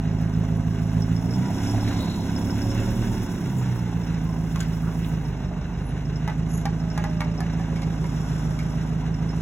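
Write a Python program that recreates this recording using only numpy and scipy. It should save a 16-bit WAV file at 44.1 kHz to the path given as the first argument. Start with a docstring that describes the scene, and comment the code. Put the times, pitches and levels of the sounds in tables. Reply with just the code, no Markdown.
"""Forklift with a pallet of boxes on a street

A four-cylinder forklift idles, revs up to turn and settles: harmonics of the firing rate slide through
pipe resonances, while filtered noise, mostly tied to the crankshaft, makes gas rumble, block, valves, hiss.
Decaying modes make the knocks of mast and load and the chinks of the lift chain; noise bands make scrubs,
squeaks and grit; swept tones make whines. Echoes, town rumble and a passing pickup surround it."""
import sys
import numpy as np
from scipy import signal
from scipy.fft import rfft, irfft
from scipy.io import wavfile
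from scipy.ndimage import uniform_filter1d

SR = 44100
rng = np.random.default_rng(int(sys.argv[2]) if len(sys.argv) > 2 else 0)


def digitize_waveform(pressure):
    """Quantize a signal to 16-bit integers and store it at the path in sys.argv[1].

    Rows of a 2-D input are taken as channels; values are limited to [-1, 1].
    """
    field = np.atleast_2d(pressure).T
    bounded = np.clip(field, -1, 1)
    quanta = np.round(bounded * 32767).astype(np.int16)
    wavfile.write(sys.argv[1], SR, quanta)


N = 414981
TIME = np.arange(N) / SR
FREQS = np.arange(N // 2 + 1) * SR / N


def undb(db):
    """Logarithmic level: decibels to amplitude gain."""
    return 10 ** (np.asarray(db) / 20)


def level(x, db):
    """Root-mean-square level: normalise x, then apply a level or level curve [dB]."""
    return x * undb(db) / np.sqrt(np.mean(x ** 2))


def curves(table):
    """Linear interpolation: each column of a table of timed rows becomes a curve."""
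    s, *columns = np.transpose(table)
    return [np.interp(TIME, s, c) for c in columns]


def response(points):
    """Frequency response: gain at every frequency, joined on a log scale from (frequency [Hz], level [dB])."""
    hz, db = np.transpose(points)
    return undb(np.interp(np.log(FREQS + 1), np.log(hz), db))


def colour(x, points):
    """Linear filtering: multiply the spectrum of x by a response."""
    return irfft(rfft(x) * response(points), N)


def noise():
    """White noise: equal mean power at every frequency."""
    return rng.standard_normal(N)


def walk(hz):
    """Low-passed noise: a smooth random wander up to about hz, with rms spread 1."""
    return level(irfft(rfft(noise()) * np.exp(-(FREQS / hz) ** 2), N), 0)


def decay(t, t60):
    """Exponential damping: 60 dB down after t60 [s]."""
    return np.exp(-np.log(1000) * t / t60)


def swell(s, length):
    """Gaussian envelope: a bell-shaped rise and fall around time s."""
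    return np.exp(-2 * ((TIME - s) / length) ** 2)


def add(out, s, x):
    """Superposition: mix x into out from time s."""
    i = int(np.clip(s * SR, 0, N - 1))
    out[i:i + len(x)] += x[:N - i]


# firing rates [1/s] over which the cylinders even out, the pulses take their revved shape,
# and (from full sag to none) the sagging engine recovers
EVEN_HZ, REVVED_HZ, SAG_HZ = (28.64, 33.1), (32, 34.5), (24.2, 26.2)

# resonances of the exhaust pipe and body:
# (centre [Hz], half width [Hz], relative level [dB], extra from the right side [dB])
PIPE_MODES = [(37.8, 2.9, -35, -0.5), (53.1, 4.7, -32.5, -1), (83, 26, -42.5, 4.5), (109.5, 4.6, -40, 13.5),
              (123.2, 9.35, -25.5, -1.5), (163, 15, -32, 1.36), (189, 6.9, -36.5, 5),
              (247.7, 15.9, -41.5, 6.5), (284.6, 12, -55, 15.5), (352, 32, -42, -1.5)]


def pipe(hz, right):
    """Resonance: a harmonic swells as it crosses a mode of the exhaust; mode powers add."""
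    power = 0
    for centre, half_hz, db, right_db in PIPE_MODES:
        gain = undb(db + right_db * right) / (1 + ((hz - centre) / half_hz) ** 2)
        power = power + gain ** 2
    return np.sqrt(power)


# relative strength of each cylinder in firing order [dB]
CYLINDER_DB = [1.1, -2.9, 1.4, 0]
# harmonics of the exhaust pulse:
# (multiple of firing rate, relative level [dB], extra when revved [dB], extra when sagging [dB])
ORDERS = [(1, -9, 8.5, -4), (2, -1.5, 5.3, 5), (3, 1.5, .3, 6), (4, .7, -7.5, 0), (5, -1.8, 1.5, -12),
          (6, 4.1, 5.7, -10), (7, -3.5, .3, -3), (8, -3, 7.3, -10), (9, 0, -6, -8), (10, -4, 2, -6)]


def exhaust(firing, rate_hz, octaves, right, smear=0.58, rise_db=5):
    """Harmonic series: pulses of four unequal cylinders, shaped by pipe resonance; rise_db is per octave."""
    revs = np.interp(rate_hz, EVEN_HZ, [0, 1])
    sag, revved = np.interp(rate_hz, SAG_HZ, [1, 0]), np.interp(rate_hz, REVVED_HZ, [0, 1])
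    chance = rng.standard_normal(size=(600, 2))
    shot = np.arange(len(chance))
    size_db = np.resize(CYLINDER_DB, len(shot)) + .9 * chance[:, 0]
    # differences between firings shrink by 40 % as the engine speeds up
    size = undb(np.interp(firing, shot, size_db) * (1 - .4 * revs))
    phase = firing + .003 * np.interp(firing, shot, chance[:, 1])
    # an intake pulse between two firings shifts the odd harmonics [rad]
    intake = 1.15
    # the pipe gain is found at every 200th sample and interpolated
    slow = slice(None, None, 200)
    out = 0
    for k, db, revved_db, sag_db in ORDERS:
        resonance = np.interp(TIME, TIME[slow], pipe(k * rate_hz[slow], right[slow]))
        gain = resonance * undb(db + revved_db * revved + sag_db * sag)
        # at speed the pipe still rings when the next pulse comes, which spreads the pulses out
        shift = intake * (k % 2) + smear * revs * (k - 4) ** 2
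        out = out - gain * np.sin(2 * np.pi * k * phase - shift)
    return np.sqrt(2) * size * out * undb(rise_db * octaves)


# lope of the unequal cylinders, between the harmonics:
# (multiple of firing rate, level at idle [dB], extra from the right side [dB], extra when revved [dB])
LOPE = [(1.5, -47, 1, 3), (2.5, -51, 1, 5), (3.25, -55, 0, 11), (3.5, -47, 0, 0), (4.5, -49, -2, 2),
        (5.5, -51, 0, 4), (6.25, -45.5, 6, -9), (6.5, -47, -2, -1), (7.5, -55, 3, 4), (8.5, -55, 2, 0),
        (9.5, -55, 11.5, -14)]


def lope(firing, rate_hz, right, waver_db=1.2, lag=.25, smear=.9):
    """Subharmonics: unequal cylinders make the beat limp; the pipe spreads the limp over the cycle."""
    revved = np.interp(rate_hz, REVVED_HZ, [0, 1])
    beats = 0
    for k, db, right_db, revved_db in LOPE:
        gain = undb(db + right_db * right + revved_db * revved)
        beats = beats + gain * np.sin(2 * np.pi * (k * firing - lag) - smear * (k - 4) ** 2)
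    return np.sqrt(2) * beats * undb(waver_db * walk(11))


def throb(firing, depth, lag):
    """Amplitude modulation twice per firing: one cylinder exhausts, then the next one draws in."""
    return 1 + depth * np.cos(4 * np.pi * (firing - lag))


def clatter(firing, repeat, grain_db):
    """Cyclostationary noise: a share of the impacts comes back alike with every turn of the camshaft."""
    turn = rng.standard_normal(size=6000)
    cam = firing / len(CYLINDER_DB) % 1
    locked = level(np.interp(cam * len(turn), np.arange(len(turn)), turn), 0)
    share = np.clip(repeat, 0, 1)
    mixed = np.sqrt(share) * locked + np.sqrt(1 - share) * noise()
    return mixed * undb(grain_db * walk(68))


# spectrum of the gas rumble: (frequency [Hz], relative level [dB])
GAS = [(24, -37), (33, -18), (44, -1), (70, -1), (125, 0), (170, 2), (210, -1), (248, 0), (300, -5.5),
       (350, -13), (420, -21), (600, -65), (1200, -70)]


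def gas_rumble(firing, rate_hz, octaves, right):
    """Flow noise: turbulent puffs pulse once per firing and grow by 11 dB per octave of speed."""
    repeat = np.interp(rate_hz, EVEN_HZ, [.85, .6])
    puffs = clatter(firing, repeat, grain_db=.6) * (1 + .15 * np.cos(2 * np.pi * firing))
    return level(colour(puffs, GAS), -35.2 + 11 * octaves + 0.3 * right)


# spectrum of the boom: (frequency [Hz], relative level [dB])
BOOM = [(40, -70), (110, -50), (145, -16), (162, 0), (182, 0), (200, -15), (245, -12), (330, -50),
        (1000, -100)]


def sag_boom(rate_hz, full_db=-33.5):
    """Random excitation of a resonance: uneven firings of the sagging engine set the pipe booming."""
    return level(colour(noise(), BOOM), full_db) * np.sqrt(np.interp(rate_hz, SAG_HZ, [1, 0]))


# spectrum of the intake growl: (frequency [Hz], relative level [dB])
GROWL = [(450, -32), (620, 5), (720, 8), (850, 4), (1000, 4), (1200, -25)]
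# level of the growl, loudest where the throttle is widest: (time [s], level [dB])
GROWL_LEVEL = [(0, -59), (1.05, -56), (1.35, -45), (1.68, -39.5), (2.1, -45), (2.5, -45), (2.95, -43),
               (3.4, -55), (4.2, -59), (7, -59), (9.41, -55)]


def intake_growl(firing):
    """Modulated flow noise: air drawn through the intake swells twice per firing."""
    gulps = clatter(firing, repeat=0.88, grain_db=2.5) * throb(firing, .35, .1)
    return level(colour(gulps, GROWL), curves(GROWL_LEVEL)[0])


# spectrum of the block: (frequency [Hz], relative level [dB])
BLOCK = [(200, -7.5), (400, 8), (500, -1), (700, 0), (1000, -2.5), (1230, -7.5), (1600, -24), (3000, -60)]


def block_clatter(firing, octaves, right):
    """Structure-borne sound: impacts shake the block, 5.5 dB stronger per octave of speed."""
    thumps = clatter(firing, repeat=0.41, grain_db=2.0) * throb(firing, 0.084, 0.055)
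    return level(colour(thumps, BLOCK), -42.5 + 5.5 * octaves + 0.5 * right)


# spectrum of the valve gear: (frequency [Hz], relative level [dB])
VALVES = [(700, -27), (1200, 0), (1480, 11.5), (1800, 6), (2150, 6.5), (2400, 0), (2780, 8), (3150, -5),
          (4000, 1), (4700, -20), (6000, -2), (12000, -41)]


def valve_taps(firing, octaves):
    """Impact noise: valve-gear taps pulse with the firings and grow by 9.5 dB per octave of speed."""
    taps = clatter(firing, repeat=0.5, grain_db=1.52) * (1 + 0.098 * np.cos(2 * np.pi * firing))
    return level(colour(taps, VALVES), -49 + 9.5 * octaves + 1.33 * walk(10.7))


# spectrum of the treble hiss: (frequency [Hz], relative level [dB])
HISS_SPECTRUM = [(1500, -24), (3500, 17.5), (4600, -9), (5400, 22), (6200, 12.5), (7500, 13), (9000, -3),
                 (10800, 8.5), (12300, 2), (14500, -13), (16000, -21)]
# level of the treble hiss: (time [s], level [dB])
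HISS = [(0.0, -59), (0.44, -57), (1.2, -53), (1.7, -45), (2.22, -49), (2.96, -47), (4.09, -56.5),
        (4.87, -55), (5.56, -61), (6.68, -58), (7.44, -58.5), (8.39, -49), (9.15, -59), (9.41, -56)]


def treble_hiss(firing):
    """Broadband flow noise: treble hiss of fan air and passing tyres, with a faint pulse at every firing."""
    air = clatter(firing, repeat=0.04, grain_db=2.0) * (1 + 0.033 * np.cos(2 * np.pi * firing))
    return level(colour(air, HISS_SPECTRUM), curves(HISS)[0] + .5 * walk(11.0))


# tones of the fan and pump, geared to the crankshaft:
# (multiple of firing rate, level at idle [dB], rise [dB/octave], extra from the right side [dB],
#  extra as the engine runs down on the left side [dB])
FAN_TONES = [(10.5, -56, 6, 0, 4), (11.5, -57, -6, 0, 0), (15, -64, -12, 13, 0), (17, -57.5, -6, -6, 0),
             (20, -67, -15, 10, 0), (25, -62, -20, 9, 0), (30, -63, 12, 1, 8), (35, -64, 4, -2, 6)]
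# the engine cover muffles the higher tones: (frequency [Hz], gain [dB])
COVER = [(1000, 0), (1150, -14)]


def fan_tones(firing, octaves, right, flutter_db=3, wobble=.0025):
    """Order tones: thin tones locked to the crankshaft; some sing out as the engine runs down."""
    phase = firing + wobble * walk(15)
    # fully running down at 0.25 octaves per second
    slowing = np.clip(-np.gradient(octaves) * SR / .25, 0, 1)
    slowing = uniform_filter1d(slowing, size=SR // 5) * (1 - right)
    tones = 0
    for k, db, rise_db, right_db, slowing_db in FAN_TONES:
        tone_db = db + rise_db * octaves + right_db * right + slowing_db * slowing
        tones = tones + undb(tone_db + flutter_db * walk(15)) * np.sin(2 * np.pi * k * phase)
    return colour(np.sqrt(2) * tones, COVER)


# the truck turns from showing its right side to showing its left: (start [s], end [s])
TURN_S = (2.48, 3.66)


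def engine(firing, rate_hz, octaves):
    """Superposition of sources: nearly all of the parts follow one crankshaft phase."""
    right = np.interp(TIME, TURN_S, [1, 0])
    note = exhaust(firing, rate_hz, octaves, right) + lope(firing, rate_hz, right)
    flow = gas_rumble(firing, rate_hz, octaves, right) + sag_boom(rate_hz) + intake_growl(firing)
    metal = block_clatter(firing, octaves, right) + valve_taps(firing, octaves)
    treble = treble_hiss(firing) + fan_tones(firing, octaves, right)
    return note + flow + metal + treble


# hard chinks of the lift chain: (time [s], level [dB])
HARD_CHINKS = [(1.022, -30), (1.165, -34), (1.309, -33), (1.338, -31), (1.584, -34), (1.671, -32),
               (1.697, -32), (1.810, -33), (2.363, -30.5), (2.505, -31), (2.619, -29), (2.704, -32),
               (6.159, -35), (6.902, -35), (7.378, -37), (9.143, -38), (9.292, -38)]


def chain(firing, octaves, chink_hz=5400, typical_db=-52, top_db=-43, rise_db=10, scatter_db=6):
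    """Impulsive excitation: firings shake the chain, whose links chink near one pitch, a few times hard."""
    out, t = np.zeros(N), TIME[:SR // 8]
    shakes = np.flatnonzero(np.diff(np.floor(firing)))
    scatter = scatter_db * rng.standard_normal(size=600)[:len(shakes)]
    force_db = np.resize(CYLINDER_DB, len(shakes)) + scatter
    # the ceiling holds at idle speed; the level then rises per octave of engine speed
    faint_db = np.minimum(typical_db + force_db, top_db) + rise_db * octaves[shakes]
    chinks = HARD_CHINKS + list(zip(TIME[shakes], faint_db))
    for (s, db), detune in zip(chinks, rng.standard_normal(size=(600, 2, 1))):
        pair = chink_hz * (1 + .014 * detune)
        ring = np.sin(2 * np.pi * pair * t).mean(0)
        add(out, s, undb(db) * ring * decay(t, .07))
    return out


# tyres crunching over grit: (time [s], level [dB])
GRIT = [(0, -65), (3, -51.5), (4, -59), (5.1, -54), (5.35, -70), (7.5, -81), (8.4, -62), (9.1, -85)]


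def grit(per_second=2500, spread_db=3):
    """Poisson-like impulses: tiny grains crack at random under the solid tyres."""
    grains = (rng.random(N) < per_second / SR) * noise() * undb(spread_db * walk(25))
    return level(colour(grains, [(3000, -31), (8000, 0.0), (14000, -1.5)]), curves(GRIT)[0])


# spectrum of the distant town: (frequency [Hz], relative level [dB])
TOWN = [(25, -22), (60, 0), (200, -5), (600, -14), (1000, -16), (2500, -28), (8000, -48), (16000, -60)]


def town_rumble(db=-53):
    """Diffuse field: distant rumble, independent in the two channels and slowly wandering in level."""
    return np.array([level(colour(noise(), TOWN), db + walk(0.99)) for _ in range(2)])


# phase by which the left channel leads: (frequency [Hz], phase [rad])
STEREO_PHASE = [(0, 0), (1100, -.3), (1900, .3), (2400, 1.3), (3700, 1.6), (4700, 3.1), (6800, 6.3),
                (9000, 9.4), (11000, 12.6), (13100, 15.7), (15000, 18.8)]
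# left minus right: (frequency [Hz], level difference [dB])
STEREO_BALANCE = [(30, -1), (80, -1.5), (170, -2.7), (330, -3.3), (700, -1), (1500, -1), (2200, -2.2),
                  (3200, 0)]


def stereo(x):
    """Interchannel differences by stereo processing: the two channels differ in phase and level."""
    phase = np.interp(FREQS, *np.transpose(STEREO_PHASE))
    tilt, spectrum = np.sqrt(response(STEREO_BALANCE)), rfft(x)
    left = irfft(spectrum * tilt, N)
    right = irfft(spectrum / tilt * np.exp(-1j * phase), N)
    return np.array([left, right])


def housefronts(x, t60=.2, wet_db=-10):
    """Reverberation by convolution: scattered, dull echoes of road and brick fronts, unlike on each side."""
    t = TIME[:SR // 2]
    # the first 6 ms are free of echoes
    tails = rng.standard_normal((2, len(t))) * decay(t, t60) * (t > .006)
    tails /= np.sqrt(np.sum(tails ** 2, axis=1, keepdims=True))
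    wet = signal.fftconvolve(x[None], tails, axes=1)[:, :N]
    return undb(wet_db) * colour(wet, [(250, -13), (600, 2), (2500, 2), (12000, -4)])


# swept whines of the engine's fan and the gears, holding or sinking in pitch:
# (middle [s], length [s], frequency at the middle [Hz], fall [Hz/s], relative level [dB])
WHINES = [(1.27, .14, 640, 150, -49), (1.46, .13, 975, 0, -47), (2.02, .2, 590, 80, -50),
          (2.03, .2, 1020, 100, -49), (2.78, .4, 545, 50, -45), (3.15, .2, 900, 300, -49),
          (4.33, .2, 1035, 80, -53), (5.5, .2, 615, 60, -53), (7.22, .95, 604, 110, -48),
          (8.6, .45, 620, 0, -53)]


def whines(waver_hz=7, flutter_db=2.2, octave_db=-11):
    """Frequency modulation: each whine and its octave swell and fade with a wavering pitch."""
    out = np.zeros(N)
    for s, length, hz, fall_hz, db in WHINES:
        pitch_hz = hz - fall_hz * (TIME - s) + waver_hz * walk(32.6)
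        phase = 2 * np.pi * np.cumsum(pitch_hz) / SR
        tone = np.sqrt(2) * (np.sin(phase) + undb(octave_db) * np.sin(2 * phase))
        out += swell(s, length) * undb(db + flutter_db * walk(22)) * tone
    return out


# tyre scrubs, thin squeaks and one short bright screech within a knock:
# (middle [s], length [s], centre [Hz], nominal width [Hz], relative level [dB])
SCRUBS = [(1.914, 0.14, 1910, 1800, -43.5), (2.038, 0.31, 3950, 398, -46.5),
          (3.595, 0.042, 7040, 600, -51.5), (4.607, 0.0059, 7100, 1100, -36),
          (4.865, 0.064, 1270, 350, -46), (5.045, 0.018, 3000, 900, -45.5), (5.88, 0.07, 10500, 600, -60.5),
          (6.556, 0.094, 6640, 700, -49.5), (6.558, 0.081, 11050, 600, -52)]


def scrubs(rough_db=3.0):
    """Band-limited noise: brief swells of roughened noise, each in its own band."""
    out = np.zeros(N)
    for s, length, hz, width_hz, db in SCRUBS:
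        band = irfft(rfft(noise()) / (1 + ((FREQS - hz) / width_hz * 1.2) ** 2), N)
        out += level(band, db) * swell(s, length)
    return out * undb(rough_db * walk(90))


# knocks of the mast and load: (time [s], lowest ring of the struck part [Hz],
#  relative body level [dB], relative crack level [dB], change per rebound [dB])
KNOCKS = [(4.559, 1100, -41, -45, -10), (4.593, 1500, -56, -52, -8), (4.604, 1540, -45, -41.5, -8),
          (4.611, 1450, -45, -47, -7), (4.629, 1500, -53, -50, -6), (6.277, 867, -37.5, -47, -3.5),
          (6.299, 1220, -47, -58, -6), (6.655, 800, -34, -41.5, -6), (6.977, 820, -36, -43.5, -5),
          (7.040, 840, -37, -45, -4.5), (7.206, 940, -35, -41.5, -3.8), (7.405, 745, -41.5, -43, -5),
          (7.597, 767, -45, -55, -5), (7.76, 2210, -52, -58, -6), (7.819, 2210, -50, -53, -5),
          (8.042, 945, -44, -54, -6), (8.59, 2220, -48.5, -50, -5)]
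# ring of a struck part: (multiple of its lowest ring, relative level [dB], t60 [s])
MAST_MODES = [(1, 0, .11), (1.07, -4, .08), (1.27, -8, .11), (1.44, -9, .1), (1.75, -10, .08),
              (2.0, -7, .08), (2.31, -6, .08), (2.9, -12, .06)]
# rattle of a struck part: (multiple of its lowest ring, relative level [dB])
THUD = [(.4, -30), (.72, -8), (.92, 13), (1.4, 6), (2.3, 7), (3.2, -3), (4.8, -7), (8, -30)]
# spectrum of the crack: (frequency [Hz], relative level [dB])
CRACK = [(1000, -11), (3000, 6), (5500, 11.5), (7500, 4), (11000, 3), (13000, .5), (16000, -24)]


def knocks(ring_db=5.5, thud_db=7.3, crack_db=6.5, thud_t60=.04, contacts=5):
    """Modal impact: a bright crack, then the load chatters, each rebound ringing the struck part again."""
    gap_s, scatter_db, rebound_crack_db = (.005, .013), 1.5, -13
    out, crack = np.zeros((2, N))
    t = TIME[:SR // 4]
    freqs = np.arange(len(t) // 2 + 1) * SR / len(t)
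    ratios, rattle_db = np.transpose(THUD)
    for s, hz, body_db, bright_db, rebound_db in KNOCKS:
        clack = undb(np.interp(freqs / hz, ratios, rattle_db))
        for n in range(contacts):
            # each contact lands elsewhere and weights the modes differently
            chance = rng.standard_normal((len(MAST_MODES), 2))
            ring = 0
            for (k, db, t60), (a, b) in zip(MAST_MODES, chance):
                mode = np.sin(2 * np.pi * hz * k * (1 + .012 * b) * t)
                ring = ring + undb(db + 3 * a) * mode * decay(t, t60)
            rattle = irfft(rfft(rng.standard_normal(len(t))) * clack, len(t)) * decay(t, thud_t60)
            force_db = n * rebound_db + (n > 0) * scatter_db * rng.standard_normal()
            body = undb(ring_db) * ring + undb(thud_db) * rattle
            add(out, s, undb(body_db + force_db) * body)
            snap_db = bright_db + crack_db + force_db + (n > 0) * rebound_crack_db
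            add(crack, s, undb(snap_db) * rng.standard_normal(len(t)) * decay(t, .026))
            s += rng.uniform(*gap_s)
    return out + colour(crack, CRACK)


# exhaust drone of the pickup: (frequency [Hz], relative level [dB])
PICKUP_DRONE = [(60, -20), (100, -14), (116, 0), (126, 0), (140, -20), (172, -5), (200, -22), (250, -6),
                (280, -35), (1000, -100)]


def pickup(tyres_db=-44, drone_db=-37.5, nearest_s=8.45, passing_s=1.05):
    """Pass-by envelope: tyre roar and exhaust drone, both coloured noise, swell and fade together."""
    roar = [(120, -12), (265, 8), (400, -6), (630, 1), (950, -6), (1400, 0), (1850, -13),
            (2200, -11), (4000, -28), (12000, -50)]
    tyres = np.array([level(colour(noise(), roar), tyres_db) for _ in range(2)])
    drone = stereo(level(colour(noise(), PICKUP_DRONE), drone_db))
    return swell(nearest_s, passing_s) * (tyres + drone)


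# engine speed before a small random wander: (time [s], firing rate [1/s])
ENGINE_SPEED = [(0.1, 26.6), (1.0, 27.0), (1.24, 28.5), (1.57, 34.3), (1.78, 36.2), (2.12, 33.6),
                (2.59, 35.1), (3.03, 38.6), (3.3, 34.3), (3.85, 29.04), (4.2, 27.1), (5.05, 27.2),
                (5.6, 24.0), (6.09, 26.0), (6.48, 27.0), (7.67, 27.3), (8.29, 26.3), (9.07, 26.6),
                (9.41, 27.2)]


def scene():
    """Superposition: the forklift heard directly, its reflections, the town and the pickup."""
    idle_hz = 27
    rate_hz = curves(ENGINE_SPEED)[0]
    octaves = np.log2(rate_hz / idle_hz)
    # running count of firings, the phase that the engine parts share
    firing = np.cumsum(rate_hz * (1 + .002 * walk(5))) / SR
    truck = engine(firing, rate_hz, octaves) + chain(firing, octaves) + grit()
    truck = truck + whines() + scrubs() + knocks()
    return stereo(truck) + housefronts(truck) + town_rumble() + pickup()


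def record(dry):
    """Band limiting: a steep elliptic low-pass cuts the top above 15.8 kHz."""
    top_hz = 15800
    return signal.sosfilt(signal.ellip(10, .2, 70, top_hz, fs=SR, output="sos"), dry)


dry = scene()
out = record(dry)
digitize_waveform(out)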